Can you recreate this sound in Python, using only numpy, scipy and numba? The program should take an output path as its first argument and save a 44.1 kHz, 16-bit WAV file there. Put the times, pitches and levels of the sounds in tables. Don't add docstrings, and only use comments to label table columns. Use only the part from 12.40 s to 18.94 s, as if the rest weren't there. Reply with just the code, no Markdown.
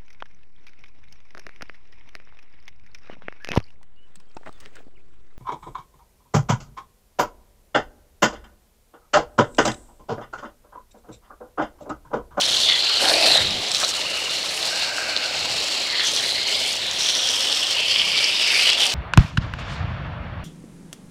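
import sys
import numpy as np
from scipy import signal
from scipy.fft import rfft, irfft, next_fast_len
from scipy.io import wavfile
from scipy.ndimage import uniform_filter1d, map_coordinates
from numba import njit

SR = 44100
rng = np.random.default_rng(int(sys.argv[2]) if len(sys.argv) > 2 else 0)


def transcribe(signal):
    frames = np.atleast_2d(signal).T
    limited = np.clip(frames, -1, 1)
    pcm = np.round(limited * 32767).astype(np.int16)
    wavfile.write(sys.argv[1], SR, pcm)


def boost(x):
    u = np.asarray(x, float) / 20
    return 10 ** u


N = 288414

# time in seconds, strength in dB, froth over fizz in dB,
# froth pitch in Hz, fizz pitch in Hz.
JET = [(0.0, -25, 2, 3360, 4100), (0.18, -22.5, -1, 3530, 4280), (0.86, -24.5, -4, 2600, 4230),
       (0.95, -23.5, 0.5, 3270, 3800), (1.15, -32, -2, 3240, 4040), (1.38, -27.5, -8, 3190, 4000),
       (1.78, -32.5, 0, 2740, 4200), (1.95, -29.5, -9, 2970, 4130), (2.66, -31.5, -1, 2710, 4240),
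       (3.75, -28.5, -3, 3200, 4080), (3.9, -24.5, -9, 3050, 4150), (4.3, -31, 2, 3070, 4360),
       (4.52, -29, -2, 3130, 3740), (4.66, -27, 3, 3310, 3930), (5.99, -24, 2, 2940, 4760),
       (6.17, -18, -3, 2700, 4480), (6.34, -22, 6.5, 3130, 4350), (6.54, -28.5, 0.5, 3110, 4400)]
# start in seconds, length in seconds, fizz gain in dB, froth gain in dB.
SURGES = [(.27, 0.06, -1, 6), (.67, 0.066, 5, -13), (.85, 0.052, 9, 5), (1.31, 0.087, 1.5, 7),
          (1.43, 0.036, 1, 1), (2.38, 0.11, 6.5, 8), (2.76, 0.022, 0, -12), (3.57, 0.046, 8, 8),
          (3.66, 0.036, 5, 13), (3.75, 0.046, 9, 7), (4.08, 0.12, 3, -1), (4.9, 0.42, -4, 0.5),
          (5.5, 0.029, 11, 3), (5.55, 0.081, 4.5, 6.5), (5.79, 0.094, 5, 1), (6.33, 0.075, -3, -5.5),
          (6.41, 0.042, -5, 5)]
# start in seconds, length in seconds,
# spatter gain in dB, mist gain in dB.
SHATTER = [(0, .27, 8, 6), (.6, 0.43, 7, 14), (.27, 0.13, 0, 2), (1.05, .25, -5, 4), (3.1, 0.31, 2.5, 2.5),
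           (4.36, 0.13, 7, 3), (1.3, 0.24, 12, 7), (1.55, 0.66, 7, 10), (2.15, 0.11, 6.5, 4.5),
           (2.25, 0.24, 10.5, 9), (2.5, 0.21, 8, 0.5), (2.85, 0.66, 7.5, 2), (3.63, 0.18, 13, 10),
           (3.82, 0.19, 0, 7.5), (4.08, 0.28, 10, 12.5), (4.5, .1, 7.5, 5), (4.59, 0.753, 9.5, 5.5),
           (5.45, 0.6, 1.5, 7), (6.1, .22, 0.5, 4.5), (6.38, 0.24, 10.5, 9.5)]
# frequency in Hz, level in dB.
SPATTER_SPECTRUM = [(3000, -9.5), (5500, 10), (6500, 5.5), (8500, -0.5), (10000, -10.5), (14500, -20)]
# frequency in Hz, level in dB.
MIST_SPECTRUM = [(5500, -8), (9500, 10), (11000, 1), (13000, -4), (15000, -28), (15800, -26)]
# frequency in Hz, level in dB per Hz.
WASH_SPECTRUM = [(120, -44), (200, -19.5), (562, -1), (1510, -7.5), (2370, 1), (2870, 1.5), (4240, 3.5),
                 (6340, -7.5), (7460, -10.5), (9500, -20), (12400, -32), (20900, -120)]
# time in seconds,
# lag in ms, share of the direct sound (below 0 = flipped).
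BOUNCE = [(0, 0.3, 0.18), (.35, 0.29, 0.23), (.72, 0.22, 0.091), (.95, 0.25, 0.23), (1.15, 0.27, 0.12),
          (2.0, 0.27, 0.048), (2.15, 0.44, -0.0051), (2.3, 0.31, -0.19), (2.9, 0.33, -0.1),
          (3.55, 0.34, -0.26), (3.66, 0.33, -0.0029), (4.2, 0.24, 0.18), (4.5, .27, 0.018),
          (4.6, 0.26, -0.18), (5.3, 0.3, -0.19), (5.45, 0.39, 0.19), (6.3, 0.36, 0.17), (6.54, .36, 0.1)]
# start in seconds, length in seconds,
# gain in dB, pitch shift in octaves.
PELTS = [(.05, 0.12, 4.5, -0.11), (.35, 0.16, -3.5, 0.014), (.6, 0.23, 18.5, 0.1), (.82, 0.21, 15, .1),
         (1.05, 0.26, 6, 0.12), (1.42, .04, 12, 0.006), (1.55, .65, 3.5, -0.1), (2.2, 1.2, 6.5, .08),
         (3.36, 0.11, 3.5, 0.019), (3.68, 0.16, 2.5, -0.28), (4.1, 0.19, 3.5, -0.056),
         (4.7, 0.62, 1.5, -0.19), (5.55, .4, -0.5, -0.084), (6.0, 0.13, 1.5, -0.12),
         (6.33, 0.29, 7.5, 0.23)]
# start in seconds, length in seconds,
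# gain in dB, pitch shift in octaves.
FILLS = [(0, 0.14, 11, 0.023), (.27, 0.12, 7.2, 0.074), (.75, 0.1, 4.5, 0.86), (.45, 0.6, 11, -0.36),
         (.62, .12, 8.7, 0.15), (.86, 0.26, 9.9, 0.33), (1.08, 0.12, 9.9, 0.043), (1.42, 0.033, 24, -0.7),
         (2.25, 0.72, 3.9, -0.31), (3.36, 0.12, 13, 0.37), (3.52, 0.14, 19, 0.08), (3.82, 0.51, 13, 0.24),
         (3.65, 0.2, 8.8, -0.083), (4.35, .2, 9.2, -0.028), (4.7, 0.62, 3.3, -0.24),
         (5.55, 0.26, 17.6, 0.79), (5.75, 0.37, 15, 0.24), (6.1, .22, 22.8, 0.22), (6.34, 0.21, 10, 0.018)]
# frequency in Hz, level in dB.
WIND_SPECTRUM = [(25, -9), (45, -7), (80, 0.5), (150, -1), (250, -9.5), (400, -7.5), (2500, -75)]
# start in seconds, length in seconds, gain in dB.
GUSTS = [
    (.05, 0.081, 9.5),
    (.15, 0.25, 3.6),
    (.6, 0.29, 3.8),
    (.95, 0.13, 18.3),
    (1.08, 0.15, 14.3),
    (1.31, 0.054, 8.7),
    (2.95, .25, 7.1),
    (3.65, .4, 1.9),
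    (4.35, 0.29, 5.2),
    (5.5, 0.32, 3.8),
]
# time in seconds, peak in dB, ring in Hz.
DROPS = [(0.0196, -6.5, 3100), (0.0393, -11, 3700), (0.0982, -17, 3180), (0.2094, -13, 4010),
         (0.2344, -4, 3750), (0.2977, -6, 3590), (0.3222, -6, 3130), (0.3536, -7, 4170), (0.4055, -7, 4180),
         (0.424, -6, 4090), (0.5711, -4, 3950), (0.6554, -6, 3180), (0.686, -6, 3980), (0.6958, -1, 4100),
         (0.7384, -0.5, 4320), (0.8634, 1, 4330), (1.071, -8, 3910), (1.316, -13, 3620), (1.3468, -3, 4200),
         (1.4351, -16, 2500), (1.4363, -9, 3800), (1.5384, -11, 3980), (1.6157, -10, 3860),
         (1.8946, -11, 3950), (2.0911, -12, 4470), (2.176, -13, 2850), (2.2278, -7, 4010),
         (2.4229, -13, 4220), (2.7636, -5, 4450), (3.1797, -12, 4240), (3.2121, -13, 4020),
         (3.3777, -15, 4280), (3.5009, -10, 4380), (3.5828, -10, 4420), (3.7623, -11, 4090),
         (3.92, -11, 3980), (4.0852, -12, 2900), (4.127, -9.5, 2920), (4.6072, -6, 4020), (4.661, -9, 3440),
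         (4.6858, -10, 3320), (4.9327, -11, 3250), (4.9651, -10, 3020), (5.0594, -18, 3260),
         (5.3727, -11, 2890), (5.484, -8, 3020), (5.5408, -9, 3210), (5.5598, -0.5, 3200),
         (5.599, -10, 2990), (5.6163, -4, 3080), (5.6855, -6, 3150), (5.718, -8, 3200), (5.7828, -11, 3560),
         (5.8411, -10, 2670), (5.8935, -9, 3070), (6.0245, -14, 2620), (6.0721, -14, 2650),
         (6.1918, -6, 2530), (6.4068, -9, 3910), (6.4607, -9, 3110)]
# time in seconds, peak in dB, ring in Hz.
SPITS = [(0.299, 1, 3820), (0.6972, -1, 4040), (0.8255, -3, 3930), (0.8395, -2, 4220), (0.865, -3, 3620),
         (0.972, -4, 3900), (1.3168, -7, 7800), (1.368, -7, 4000), (1.4425, -8, 3900), (1.4472, -3, 4400),
         (2.029, -11, 4300), (2.7645, -3.5, 3680), (2.774, -3, 4260), (2.859, -9, 4530), (3.763, -5, 4300),
         (4.086, -10, 3300), (4.621, -8, 4200), (4.688, -7, 3770), (4.889, -2, 5000), (5.127, -5, 3600),
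         (5.8425, -1, 5000), (6.194, -6, 3000), (6.301, -7, 7000), (6.332, -10, 6500), (6.42, -4, 4000)]
# time in seconds, peak in dB, ring in Hz.
KNOCKS = [
    (0.636, -10, 795),
    (0.659, -9, 735),
    (1.429, -8.5, 1210),
    (1.434, -11, 715),
    (2.488, -34, 1500),
    (2.582, -6, 1526),
    (2.701, -29, 1535),
    (3.596, -8, 1720),
    (6.408, -14, 754),
]
# time in seconds, peak in dB, ring in Hz.
CRACKS = [(0.0538, -12, 5810), (0.0628, -8, 5310), (0.0992, -12, 5460), (0.1401, -11, 6220),
          (0.2319, -12, 5680), (0.6494, -12, 5460), (0.8385, -13, 5400), (0.968, -13, 7340),
          (1.1069, -12, 5320), (1.266, -16, 5200), (1.285, -15, 6290), (1.3159, -7, 5350),
          (1.3473, -8, 5450), (1.3813, -13, 6080), (1.4316, -17, 5850), (1.4466, -9, 5960),
          (2.2258, -21, 5410), (2.5905, -21, 5330), (2.9682, -17, 5440), (3.1795, -19, 5450),
          (3.6636, -16, 5300), (3.6701, -13, 5750), (3.7359, -12, 6120), (3.7628, -6, 5840),
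          (3.8232, -20, 5490), (4.0741, -14, 6360), (4.309, -13, 5200), (4.3301, -12.5, 6680),
          (4.5116, -12, 6440), (4.5865, -13, 5750), (4.6223, -11, 5440), (4.6876, -7, 5430),
          (4.7511, -7, 5780), (4.8379, -15, 5240), (4.8896, -13, 6000), (4.9282, -19, 5820),
          (4.9656, -14, 5380), (5.027, -20, 5200), (5.028, -11, 5540), (5.0848, -16, 5350),
          (5.126, -7, 5400), (5.1765, -17, 5600), (5.3273, -16, 5200), (5.3277, -16, 5450),
          (5.4834, -11, 5610), (5.5403, -17, 5380), (5.5837, -14, 5310), (5.6186, -17, 5210),
          (5.7763, -18, 5240), (5.841, -11, 5370), (5.8935, -17, 5290), (5.9494, -18, 5360),
          (6.0806, -13, 5610), (6.3, -8, 5270), (6.32, -12, 5240), (6.3315, -7, 5280), (6.4168, -20, 5950),
          (6.4173, -13, 5780), (6.4368, -16, 5540), (6.4607, -14, 5470)]
# start in seconds, end in seconds,
# start pitch in Hz, end pitch in Hz, level in dB.
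STREAKS = [(.03, .2, 3300, 3100, -33), (.22, .36, 4420, 4280, -27.5), (.55, .68, 2880, 3200, -36),
           (.72, .86, 4400, 4700, -29), (.86, 1.03, 4280, 3710, -20), (1.0, 1.16, 3970, 3900, -30.5),
           (1.1, 1.22, 3300, 3170, -38), (3.3, 3.5, 4460, 4120, -34), (3.56, 3.64, 4500, 4230, -33),
           (3.6, 3.72, 3500, 3200, -29.5), (3.65, 3.71, 6000, 6350, -29.5), (3.74, 3.8, 5600, 5400, -34),
           (3.88, 4.02, 4220, 4030, -31.5), (4.08, 4.36, 3450, 3390, -34), (4.1, 4.26, 4690, 5100, -35),
           (4.4, 4.52, 3700, 3600, -35), (4.6, 4.95, 5720, 5770, -31.5), (4.9, 5.36, 5400, 5300, -33),
           (4.64, 5.02, 3550, 3080, -29.5), (5.05, 5.33, 3530, 3050, -31), (5.36, 5.46, 2690, 2670, -28.5),
           (5.36, 5.56, 3070, 3050, -30), (5.4, 5.58, 4400, 4700, -32.5), (2.95, 3.3, 4130, 4260, -39)]
# start in seconds, end in seconds,
# start pitch in Hz, end pitch in Hz, level in dB.
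SINGING = [(.27, 0.39, 2060, 2000, -32), (0.22, .38, 3600, 3300, -24.5), (0.39, .62, 4100, 4410, -28),
           (.72, .92, 2400, 2700, -29), (.62, .89, 714, 653, -31), (1.52, 1.76, 2850, 2830, -32.5),
           (1.7, 1.97, 2830, 2880, -32), (2.3, 2.5, 1600, 1570, -38.5), (2.48, 2.87, 1570, 1550, -36.5),
           (2.7, 2.8, 2200, 3000, -40), (3.38, 3.64, 2400, 1750, -37.5), (4, 4.35, 3050, 3000, -34.5),
           (2.5, 3.5, 2600, 2800, -41), (5.9, 6.2, 3700, 3600, -29), (3.85, 4.3, 2000, 2280, -37.5),
           (5.55, 5.95, 2300, 2350, -29.5), (6.05, 6.29, 2320, 2300, -27.5), (0.87, 1.2, 133, 260, -45),
           (6.38, 6.5, 745, 790, -39)]
# pitch in Hz, level in dB, start in seconds, end in seconds.
HUM = [
    (178, -57, 1.35, 2.5),
    (178, -56, 5.3, 6.25),
    (242.6, -56.5, 3.23, 4.7),
    (411, -50, 3.65, 4.3),
    (343, -59, 3, 4.8),
]
# start in seconds, end in seconds, notch in Hz, depth from 0 to 1.
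SHADOWS = [(0, .25, 2300, 0.33), (.35, .6, 2550, 0), (2.447, 2.753, 3460, 0.42), (3.65, 3.95, 2500, 0.22),
           (3.8, 4.6, 1250, 0.33), (4.15, 4.4, 1790, 0.23), (4.75, 5.3, 2230, 0.34),
           (4.75, 5.3, 4600, 0.08), (5.347, 5.722, 4020, 0.37), (5.348, 5.748, 1570, 0.3),
           (5.75, 6.24, 4150, 0.17), (5.8, 6.05, 1400, 0.16), (1.55, 1.9, 3400, 0.26),
           (1.044, 1.3, 1500, 0)]
# start in seconds, length in seconds, share.
GROUND = [
    (0, 1.25, 0.054),
    (1.5, 0.47, 0.076),
    (2.25, 0.82, 0.15),
    (3.95, .4, 0.1),
    (5.3, 0.14, 0.062),
]
# start in seconds, length in seconds, share.
WALL = [
    (4.75, 0.5, 0.2),
]


def curves(table):
    s, *columns = np.transpose(table)
    return [np.interp(np.arange(N) / SR, s, c) for c in columns]


def spells(table, attack_s, release_s):
    t = np.arange(N) / SR
    start, length, *values = np.transpose(table)
    shape = []
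    for a, d in zip(start, length):
        rise = (t - a) / attack_s
        fall = (a + d - t) / release_s
        shape.append(np.clip(np.minimum(rise, fall) + .5, 0, 1))
    return np.array(values) @ np.array(shape)


def walk(rate):
    k = int(SR / rate)
    held = np.repeat(rng.standard_normal(N // k + 1), k)
    return 1.13 * uniform_filter1d(held, k)[:N]


def unit(x):
    return x / np.sqrt(np.mean(x ** 2))


def colour(x, points):
    hz, db = np.transpose(points)
    size = next_fast_len(N)
    f = np.maximum(np.arange(size // 2 + 1) * SR / size, 1)
    gain = boost(np.interp(np.log(f), np.log(hz), db))
    return unit(irfft(rfft(x, size) * gain, size)[:N])


@njit
def rings(start, hz, cycles, glide, size, length):
    out = np.zeros(length)
    for g in range(len(start)):
        w = 2 * np.pi * hz[g] / SR
        fade = np.exp(-hz[g] / (cycles[g] * SR))
        steps = min(int(5 * cycles[g] * SR / hz[g]), length - start[g])
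        a, rise, phase = size[g], 1., 0.
        for i in range(steps):
            out[start[g] + i] += a * (1 - rise) * np.sin(phase)
            phase += w * (1 + glide * i / steps)
            a *= fade
            rise *= 1 - .4 * w
    return out


def sizes(chance, scatter_db):
    excess = np.minimum(-np.log(1 - chance[1]), 5.5)
    return boost(scatter_db * excess) * np.sign(chance[2] - .5)


def shower(hz, count, spread, cycles, glide, scatter_db):
    chance = rng.random((count, 3)).T
    bell = rng.standard_normal((count, 2)).T
    start = (chance[0] * (N - 1)).astype(np.int64)
    pitch = np.clip(hz[start] * np.exp(spread * bell[0]), 50, SR / 3)
    ring_cycles = cycles * np.exp(0.23 * bell[1])
    return unit(rings(start, pitch, ring_cycles, glide, sizes(chance, scatter_db), N))


def ticks(count, scatter_db):
    chance = rng.random((count, 3)).T
    chance[1] *= .985
    out = np.zeros(N)
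    np.add.at(out, (chance[0] * N).astype(int), sizes(chance, scatter_db))
    return unit(out)


def bounced(x):
    near_ms, near = curves(BOUNCE)
    far_ms, far = 0.392, 0.037
    near_echo, far_echo = [map_coordinates(x, [np.arange(N) - ms * SR / 1000], order=3, mode="nearest")
                           for ms in (near_ms, far_ms)]
    return (x + near * near_echo + far * far_echo) / np.sqrt(1 + near ** 2 + far ** 2)


def jet():
    jet_db, froth_over_db, froth_hz, fizz_hz = curves(JET)
    fizz_surge_db, froth_surge_db = spells(SURGES, 0.084, 0.048)
    shatter_db, haze_db = spells(SHATTER, 0.03, 0.06)
    fizz_db = jet_db + fizz_surge_db + 1.5
    froth_db = jet_db + froth_surge_db + 1.4 + froth_over_db
    spatter_db = jet_db - 14 + shatter_db
    mist_db = jet_db - 26.5 + haze_db
    sputter = 0.31 * walk(45) + 1.13 * walk(120)

    froth = shower(froth_hz, count=14000, spread=.075, cycles=4.4, glide=.05, scatter_db=2.0)
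    fizz = shower(fizz_hz, count=20000, spread=.06, cycles=4.2, glide=.02, scatter_db=2.5)
    droplets = ticks(count=20000, scatter_db=5.0)
    spatter = colour(droplets + 0.27 * rng.standard_normal(N), SPATTER_SPECTRUM)
    mist = colour(droplets + 0.89 * rng.standard_normal(N), MIST_SPECTRUM)
    wash = colour(rng.standard_normal(N), WASH_SPECTRUM)

    strength_db = 0.25 * (np.maximum(froth_db, fizz_db) + 30.5) + 0.27 * spells(PELTS, 0.033, 0.022)[0]
    spray = wash * boost(-30.5 + strength_db + 1.0 * sputter)
    spray += fizz * boost(fizz_db - 3.5 + 0.7 * sputter + 1.97 * walk(60))
    spray += spatter * boost(spatter_db + 1.47 * sputter + 2.2 * walk(70))
    spray += mist * boost(mist_db + 1.1 * sputter + 2.6 * walk(30))
    return bounced(spray) + froth * boost(froth_db - 3.0 + 1.13 * sputter + 1.4 * walk(40))


def hollow():
    fill_db, fill_octaves = spells(FILLS, 0.066, 0.037)
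    hz = 1880 * 2 ** fill_octaves
    ringing = shower(hz, count=6000, spread=0.041, cycles=1.3, glide=.02, scatter_db=3.0)
    return ringing * boost(-36 + fill_db - 15.0 + 2.6 * walk(24.74))


def panels():
    pelt_db, pelt_octaves = spells(PELTS, 0.057, 0.11)
    hz = 616.4 * 2 ** pelt_octaves
    drumming = shower(hz, count=5000, spread=0.1, cycles=1.08, glide=0.023, scatter_db=3.0)
    drumming += 0.5 * shower(0.633 * hz, count=5000, spread=0.264, cycles=1.96, glide=0.012, scatter_db=1.0)
    return drumming * boost(-38 + pelt_db - 8.0 + 0.3 * walk(25))


def runoff():
    hz = np.full(N, 1500.)
    bubbles = shower(hz, count=1500, spread=.35, cycles=7., glide=.04, scatter_db=1.6)
    return bubbles * boost(-42.5 + 1.4 * walk(4))


def wind():
    rumble = colour(rng.standard_normal(N), WIND_SPECTRUM)
    return rumble * boost(-53 + spells(GUSTS, 0.091, 0.07)[0])


def smack(table, cycles, gain_db, pitch):
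    s, db, hz = np.transpose(table)
    start = ((s + .0006) * SR).astype(np.int64)
    return rings(start, pitch * hz, np.full(len(s), cycles), 0.055, boost(db + gain_db), N)


def big_drops():
    return smack(DROPS, 3.54, 0.95, 0.98) + smack(SPITS, 2.3, 1.5, 0.99) + smack(KNOCKS, 1.4, -1.1, 1.0)


def cracks():
    return smack(CRACKS, 4.3, 1.6, 0.98) + smack(CRACKS, 2.2, -5.0, 1.45)


def singing(table, cycles, spread, patchy_db):
    out = 0
    for a, b, start_hz, end_hz, db in table:
        span = slice(int(a * SR), int(b * SR))
        chance = rng.random((600, 3)).T
        start = (SR * (a + (b - a) * chance[0])).astype(np.int64)
        hz = start_hz + (end_hz - start_hz) * chance[0]
        hz *= 1 + spread * rng.standard_normal(len(hz))
        swell = np.sin(np.pi * chance[0]) ** 0.29
        tone = rings(start, hz, np.full(len(hz), 1. * cycles), 0.0056, swell * sizes(chance, 3.3), N)
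        out = out + boost(db + patchy_db * walk(30)) * tone / np.std(tone[span])
    return out


def far_hum():
    t = np.arange(N) / SR
    hum = 0
    for hz, db, a, b in HUM:
        fade = np.clip(8 * np.minimum(t - a, b - t), 0, 1)
        hum = hum + boost(db + 0.72 * walk(2.7)) * np.sin(2 * np.pi * hz * t) * fade
    return np.sqrt(2) * hum


def shadowed(x):
    t = np.arange(N) / SR
    for a, b, notch_hz, depth in SHADOWS:
        band = signal.filtfilt(*signal.iirpeak(notch_hz, 3.5, fs=SR), x)
        present = np.clip(np.minimum(t - a, b - t) / 0.055 + .5, 0, 1)
        x = x - np.clip(depth, 0, 1) * present * band
    return x


def echoed(water):
    ground = spells(GROUND, 0.14, 0.11)[0] * np.roll(water, int(0.001404 * SR))
    tyre = spells(WALL, .08, .08)[0] * np.roll(water, int(0.004 * SR))
    water = water + ground + tyre
    return water + 0.14 * np.roll(water, int(.0094 * SR))


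def scene():
    impacts = signal.sosfilt(signal.butter(2, 9000, fs=SR, output="sos"), big_drops() + cracks())
    water = jet() + hollow() + panels() + impacts
    water = signal.sosfilt(signal.butter(3, 190, "high", fs=SR, output="sos"), water) + runoff()
    water = shadowed(water)
    water = water + singing(STREAKS, 9.4, 0.032, 2.4) + singing(SINGING, 10.8, .027, 1.55)
    return (echoed(water) + wind() + far_hum())[None]


def low_pass(x):
    return signal.sosfilt(signal.butter(12, 15700, fs=SR, output="sos"), x)


def record(dry):
    hiss = boost(-53) * rng.standard_normal(dry.shape)
    mix = signal.sosfilt(signal.ellip(10, .2, 60, 15750, fs=SR, output="sos"), dry + hiss)
    mix = mix / (1 + (mix / .88) ** 8) ** (1 / 8)
    return low_pass(mix)


dry = scene()
out = record(dry)
transcribe(out)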